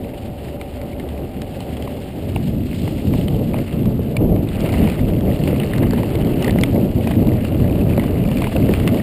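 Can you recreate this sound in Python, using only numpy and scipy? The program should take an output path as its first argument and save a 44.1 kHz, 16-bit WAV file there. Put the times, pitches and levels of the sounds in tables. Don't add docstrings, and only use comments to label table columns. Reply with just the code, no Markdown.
import sys
import numpy as np
from scipy import signal
from scipy.fft import rfft, irfft, next_fast_len
from scipy.io import wavfile
from scipy.ndimage import uniform_filter1d

SR = 44100
rng = np.random.default_rng(int(sys.argv[2]) if len(sys.argv) > 2 else 0)


def wav_out(sig):
    wavfile.write(sys.argv[1], SR, np.round(np.clip(np.atleast_2d(sig).T, -1, 1) * 32767).astype(np.int16))


N = 397782
TIME = np.arange(N) / SR


def undb(db):
    return 10 ** (np.asarray(db) / 20)


def unit(x):
    return x / np.sqrt(np.mean(x ** 2))


def curves(table):
    times, *columns = np.transpose(table)
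    return [np.interp(TIME, times, column) for column in columns]


def colour(x, points, lo_hz, hi_hz):
    size = next_fast_len(N)
    f = np.arange(1, size // 2 + 2) * SR / size
    hz, db = np.transpose(points)
    shape = undb(np.interp(np.log(f), np.log(hz), db))
    edges = 1 / np.sqrt((1 + (lo_hz / f) ** 8) * (1 + (f / hi_hz) ** 8))
    return unit(irfft(rfft(x, size) * shape * edges, size)[:N])


def band(x, lo_hz, hi_hz):
    y = signal.sosfilt(signal.butter(3, [lo_hz, hi_hz], "band", fs=SR, output="sos"), x)
    return y / np.abs(y).max()


def wander(rate_hz):
    hold = int(SR / rate_hz)
    steps = np.repeat(rng.standard_normal(N // hold + 1), hold)
    return unit(uniform_filter1d(uniform_filter1d(steps, hold), hold)[:N])


def ring(x, hz, t60):
    pole = np.exp(2j * np.pi * hz / SR - np.log(1000) / (max(t60, 1e-3) * SR))
    return signal.lfilter([1], [1, -pole], x).imag


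def grains(per_s, spread_db):
    chance, size, sign = rng.random((3, N))
    size_db = np.minimum(-spread_db * np.log(1 - size), 11)
    return (chance < per_s / SR) * undb(size_db) * np.sign(sign - .5)


# start in seconds, drone in dB above the
# drumming, grains in dB above the hiss, faint clicks per second, their level in dB.
SURFACES = [(0, -4.5, -6, 6.8, -34), (2.25, -12, -2.5, 10, -32.5), (3.05, -10, -4, 10, -30),
            (4.5, -8.5, -2.5, 26, -29)]


def ground(blend_s=0.12):
    starts, *columns = np.transpose(SURFACES)
    surface = np.searchsorted(starts, TIME, "right") - 1
    return [uniform_filter1d(c[surface], int(blend_s * SR), mode="nearest") for c in columns]


# time in seconds, drumming in dB, wind thud in dB above the drumming.
SHAKING = [(0.0, -30.5, -8), (0.12, -32, -3.5), (1.98, -29, -9.5), (2.13, -34, -2), (2.18, -25.5, -13),
           (2.28, -26, -4), (2.36, -21.5, -3), (2.66, -20.5, -10), (3.06, -21, -9), (3.16, -16, -7),
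           (3.62, -20, -10), (3.67, -27, -8), (3.79, -19.5, -15), (3.82, -17, -15), (3.87, -17, -5),
           (4.12, -22, -12), (4.22, -12.5, -11), (4.27, -18.5, -1), (4.32, -15, -7.5), (4.5, -19, -11),
           (4.52, -25, 0), (4.55, -19.5, -7), (4.82, -15, -10), (4.97, -22.5, -5), (5.05, -15.5, -3),
           (5.57, -18.5, -8), (5.88, -16, -8.5), (6.03, -19.5, -8), (6.61, -14, -10), (6.66, -17, -6),
           (6.81, -13.5, -14), (6.91, -20.5, -3), (7.21, -15, -17), (7.26, -16, -5), (7.54, -22.5, -9),
           (7.61, -15.5, -6.5), (8.44, -19.5, -4.5), (8.54, -20, -8), (8.57, -15.5, -8), (8.82, -17, -6),
           (8.97, -15.5, -20), (9.02, -17, -15)]
# frequency in Hz, relative level in dB.
RUMBLE_SPECTRUM = [(12, -61), (20, -13), (102, -1.5), (242, -3), (464, -10.5), (507, -14), (576, -11.5),
                   (1030, -35), (1500, -44.5), (1950, -61), (3300, -120)]


def buffeting():
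    drum_db, thud_db = curves(SHAKING)
    drone_db = ground()[0] + 1.78 * wander(40)
    push = rng.standard_normal((3, N))
    flutter = wander(30)
    thud = colour(push[0], RUMBLE_SPECTRUM, 12, 86) * undb(drum_db + thud_db + 0.35 * flutter)
    drum = colour(push[1], RUMBLE_SPECTRUM, 73, 317) * undb(drum_db + 1.5 * flutter)
    drone = colour(push[2], RUMBLE_SPECTRUM, 345, 1340) * undb(drum_db + drone_db + 0.98 * flutter)
    return thud + drum + drone


# pitch in Hz, bandwidth in Hz, level in dB.
TREAD_BANDS = [(71.9, 1.8, -35.5), (255.4, 20, -38), (575.6, 18, -41), (765, 59, -44.5), (2780, 170, -65)]


def tread_hum(end_s=2.31, fade_s=0.25):
    on_road = np.clip((end_s - TIME) / fade_s, 0, 1)
    hum = sum(undb(db) * unit(ring(rng.standard_normal(N), hz, t60=np.log(1000) / (np.pi * width)))
              for hz, width, db in TREAD_BANDS)
    return hum * on_road


# time in seconds, hiss in dB, bright swish in dB.
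GRIT_LEVELS = [(0.0, -45.5, -55), (0.45, -45.5, -54.5), (0.75, -44.5, -55.5), (1.96, -42.5, -51.5),
               (2.66, -48, -52.5), (3.04, -44.5, -46), (4.17, -44.5, -55), (4.45, -47, -56),
               (4.82, -40.5, -56), (5.1, -44, -52), (5.33, -42, -51), (5.62, -36, -59.5),
               (7.06, -43.5, -53), (8.16, -40, -56.5), (8.49, -38, -54), (9.02, -40, -51)]
# frequency in Hz, relative level in dB.
GRIT_SPECTRUM = [(530, 10.5), (900, -1.5), (1090, -14.5), (1580, -9), (2140, -8.5), (2390, -8), (2820, -6),
                 (3640, -15.5), (4620, -19.5), (5120, -21.5), (6000, -33), (7800, -81), (13200, -120)]
# pitch in Hz, relative level in dB, ring time in seconds.
CASE_MODES = [(2086, -2, 0.0072), (2774, -0.5, 0.0064), (1200, -1.5, 0.0069), (4440, -4.5, 0.0034)]


def tyre_grit():
    hiss_db, swish_db = curves(GRIT_LEVELS) + crunch_rise()
    grain_db = ground()[1]
    sand = unit(grains(per_s=900, spread_db=2.9)) * undb(grain_db)
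    rolling = rng.standard_normal(N) * undb(0.59 * wander(25) + 3.4 * wander(80))
    flicker_db = 0.5 * wander(14)
    hiss = colour(rolling + sand, GRIT_SPECTRUM, 560, 3750) * undb(hiss_db + flicker_db)
    swish = colour(rolling + sand, GRIT_SPECTRUM, 3900, 7400) * undb(swish_db + flicker_db)
    stones = sum(undb(db) * unit(ring(grains(per_s=150, spread_db=1.7), hz, t60))
                 for hz, db, t60 in CASE_MODES)
    return hiss + swish + undb(hiss_db + grain_db - 5) * stones


def faint_clicks(slot_s=0.02):
    slots = np.arange(0, N, int(slot_s * SR))
    per_s, level_db = (column[slots] for column in ground()[2:])
    chance, late, pitch, share = rng.random((4, len(slots)))
    size, crack, knock = rng.standard_normal((3, len(slots)))
    starts = slots / SR + late * slot_s
    hz = np.interp(pitch, [0, 1], [1870, 3100])
    crack_db, knock_db = -20 + 4 * crack, -15 + 4 * knock
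    rows = np.transpose([starts, level_db + 2.5 * size, hz, share, crack_db, knock_db])
    return clicks(rows[chance < per_s * slot_s])


# start in seconds, level in dB, centre pitch in Hz,
# pitched share from 0 to 1, bright crack and low knock in dB above that level.
LOUD_CLICKS = [(0.6128, -19, 2220, 0.37, -18, -14), (0.8145, -25.5, 2250, 0.4, -11, -20),
               (0.998, -23, 1950, 0.3, -19, -10), (1.0884, -23, 3090, 0.45, -16, -12),
               (1.418, -20, 2250, 0.28, -7, -15), (1.6048, -26, 2970, 0.6, -5, -3),
               (1.7684, -24, 2960, 0.5, -21, -8), (1.8235, -20.5, 2900, 0.45, -15, -15),
               (1.8756, -25, 2180, 0.45, -20, 3.5), (2.3603, -15, 2540, 0.6, -36, -1.5),
               (2.73, -24.5, 2220, 0.5, -13, -12), (2.8769, -21, 2050, 0.45, -20, -1),
               (2.9854, -28, 2290, 0.45, -20, -9), (3.07, -24.5, 2850, 0.5, -20, -14),
               (3.1368, -19.5, 2160, 0.45, -22, -2), (3.2121, -23, 2870, 0.6, -19, -17),
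               (3.2822, -16, 2860, 0.57, -20, -14), (3.3455, -25.5, 2910, 0.45, -20, -10),
               (3.542, -19, 2240, 0.56, -25, -4), (3.5877, -22, 2240, 0.4, -21, -7),
               (3.7276, -25, 2850, 0.45, -20, -8), (3.8564, -24.5, 2130, 0.2, -12, -6),
               (4.1666, -12.5, 2500, 0.62, -11, -14), (4.3618, -23, 2290, 0.2, -21, -8),
               (4.4882, -20, 3400, 0.45, -15, -13), (4.557, -24.5, 2550, 0.4, -10, -3),
               (4.6059, -30, 2190, 0.4, 6, -10), (4.661, -23.5, 2240, 0.45, -17, -4),
               (4.691, -20, 2320, 0.5, -20, -14), (4.7386, -16, 2160, 0.4, -22, -5),
               (4.8737, -15, 2140, 0.5, -27, -3), (4.8983, -19, 2390, 0.45, -19, -13),
               (4.9921, -20, 2020, 0.45, -22, -11), (5.0843, -23, 2905, 0.45, -20, -14),
               (5.437, -21, 2830, 0.6, -21, -14), (5.4755, -17, 2260, 0.4, -21, -16),
               (5.5612, -23, 2300, 0.45, -16, -8), (5.5997, -16, 2770, 0.5, -23, -16),
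               (5.633, -16, 2000, 0.45, -22, -13), (5.7193, -29, 2820, 0.45, -21, -11),
               (5.7343, -14, 1940, 0.5, -31, -11), (5.7594, -28, 2000, 0.45, -12, -7),
               (5.7808, -22.5, 1744, 0.5, -5, -1), (5.8325, -18, 1840, 0.4, -23, -2.5),
               (5.9086, -23, 1800, 0.45, 1, -3), (5.9334, -19.5, 1730, 0.45, -11, -2),
               (5.9832, -25.5, 2150, 0.5, -23, 3), (6.0319, -18.5, 2070, 0.4, -20, -2.5),
               (6.1545, -17, 2220, 0.3, -13, -22), (6.4243, -16, 2720, 0.4, -9, -8),
               (6.4445, -15.5, 2030, 0.45, -6, -14), (6.4797, -11, 1900, 0.54, -31, -10),
               (6.495, -15, 1940, 0.6, -23, -17), (6.508, -21.5, 3120, 0.45, 0.5, -16),
               (6.5858, -15, 2180, 0.33, -17, -12), (6.6116, -22.5, 2820, 0.45, 5, -6),
               (6.6356, -3, 2210, 0.34, -16, -27), (6.6608, -25, 2590, 0.45, -14, -8),
               (6.7602, -22, 2420, 0.45, -17, -8), (7.073, -16.5, 2360, 0.5, -12, -7),
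               (7.1084, -19, 1730, 0.45, -19, 2), (7.1138, -18, 2270, 0.45, -18, -7),
               (7.2705, -24, 2520, 0.3, -7, 0), (7.317, -25, 1850, 0.45, -18, -11),
               (7.4492, -18.5, 2560, 0.45, -23, -15), (7.7558, -21.5, 2670, 0.45, -22, -2),
               (7.8994, -21, 2600, 0.45, -18, -7), (7.9336, -22, 2220, 0.6, -28, -13),
               (7.9763, -20, 2110, 0.4, -16, -10), (7.9957, -15.5, 1980, 0.5, -30, -7),
               (8.0365, -21, 1730, 0.36, -13, 0), (8.2514, -22, 2440, 0.5, -18, -5),
               (8.2885, -23, 2030, 0.45, -20, -5), (8.314, -21, 2680, 0.45, -17, -2),
               (8.371, -17, 2520, 0.4, -13, -13), (8.3833, -17.5, 2470, 0.45, -14, -9),
               (8.4188, -14, 2270, 0.45, -18, -3), (8.4417, -12, 2280, 0.45, -21, -15),
               (8.4692, -16, 2410, 0.45, -24, -3), (8.5639, -15.5, 2650, 0.45, -22, -21),
               (8.6896, -22, 1950, 0.45, -27, -14), (8.7133, -23, 2930, 0.5, -21, -13),
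               (8.737, -9.5, 2340, 0.33, -28, -25), (8.7989, -19, 2060, 0.4, -19.5, -9),
               (8.876, -4.5, 1820, 0.2, -27, -28), (8.888, -22, 1960, 0.4, -24, -14),
               (8.9444, -20.5, 2750, 0.45, -11, -5), (8.969, -25, 2690, 0.45, -16, -10),
               (8.9979, -19, 2000, 0.45, -23, -17)]


def clicks(rows, t60=0.015, edge_ratio=1.145):
    out, t = np.zeros(N + SR), np.arange(SR // 30) / SR
    lowpass = signal.butter(4, 3660, fs=SR, output="sos")
    for start_s, db, hz, share, crack_db, knock_db in rows:
        burst_noise, contact_noise = rng.standard_normal((2, len(t)))
        burst = burst_noise * np.exp(-t * np.log(1000) / t60)
        snap = np.sign(contact_noise) * np.exp(-t / 0.00052)
        pitched = share * band(burst, hz / edge_ratio, hz * edge_ratio)
        broad = (1 - share) * band(burst + snap, 1060, 4200)
        tap = contact_noise * np.exp(-t / 0.002)
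        case = sum(undb(mode_db) * ring(tap, mode_hz, ring_s) for mode_hz, mode_db, ring_s in CASE_MODES)
        rattle = 0.31 * case / np.abs(case).max()
        body = signal.sosfilt(lowpass, pitched + broad + rattle)
        crack = undb(crack_db) * band(snap + .4 * burst, 3500, 5600)
        knock = undb(knock_db) * band(burst + snap, 600, 1070)
        at = int(start_s * SR)
        out[at:at + len(t)] += undb(db) * (body + crack + knock)
    return out[:N]


# centre in seconds, length in seconds, hiss rise in dB, swish rise in dB.
CRUNCH_PATCHES = [(2.838, 0.17, 3.5, 7), (3.157, 0.056, 3, 1), (3.576, 0.067, 9, -13),
                  (3.737, 0.069, 6.5, -2), (4.645, 0.26, 6, 0), (4.75, 0.044, 5.5, 3),
                  (4.918, 0.11, 5.5, 7), (5.477, 0.083, 1.5, 8), (6.458, 0.058, 8.5, -3), (6.6, .06, 4, 3),
                  (7.1, 0.076, 4.5, 1), (7.448, 0.22, 3, 0), (8, 0.12, 3, -1), (8.413, 0.052, 0.5, -2),
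                  (8.76, 0.12, 3.5, 2), (8.887, 0.05, 4.5, -4)]


def crunch_rise():
    return sum(np.outer(rise_db, np.exp(-.5 * (2 * (TIME - centre_s) / length_s) ** 2))
               for centre_s, length_s, *rise_db in CRUNCH_PATCHES)


# start in seconds, level in dB, pitch in Hz.
BUMPS = [(2.875, -19, 457), (3.148, -12, 457), (3.543, -16.5, 636), (3.993, -12.5, 442),
         (4.642, -13.5, 470), (4.794, -28, 495), (5.375, -26, 410), (5.53, -8.5, 490), (5.933, -9, 440),
         (6.151, -11, 444), (6.276, -17, 460), (6.476, -11, 407), (6.56, -8, 590), (7.073, -11.5, 680),
         (7.655, -18, 575), (7.71, -14, 423), (7.979, -4.5, 570), (8.561, -11, 560), (8.693, -5, 390)]


def jolts():
    out, t = np.zeros(N + SR), np.arange(SR // 25) / SR
    for start_s, db, hz in BUMPS:
        at = int(start_s * SR)
        out[at:at + len(t)] += undb(db) * np.sin(2 * np.pi * hz * t) * np.exp(-t * hz / 2)
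    return out[:N]


def scene():
    return (buffeting() + tread_hum() + tyre_grit() + faint_clicks() + clicks(LOUD_CLICKS) + jolts())[None]


def record(dry, sample_hz=12000, store_hz=48000):
    overloaded = np.tanh(0.62 * dry) / 0.57
    dulled = signal.sosfilt(signal.butter(2, 5200, fs=SR, output="sos"), overloaded)
    sampled = signal.resample_poly(dulled, sample_hz, SR, axis=1)
    held = np.repeat(sampled, store_hz // sample_hz, axis=1)
    stored = signal.resample_poly(held, SR, store_hz, axis=1)[:, :N]
    top_fade = signal.ellip(7, .5, 20, 15300, fs=SR, output="sos")
    top_cut = signal.ellip(10, .2, 70, 16489, fs=SR, output="sos")
    return signal.sosfilt(top_cut, signal.sosfilt(top_fade, stored))


dry = scene()
out = record(dry)
wav_out(out)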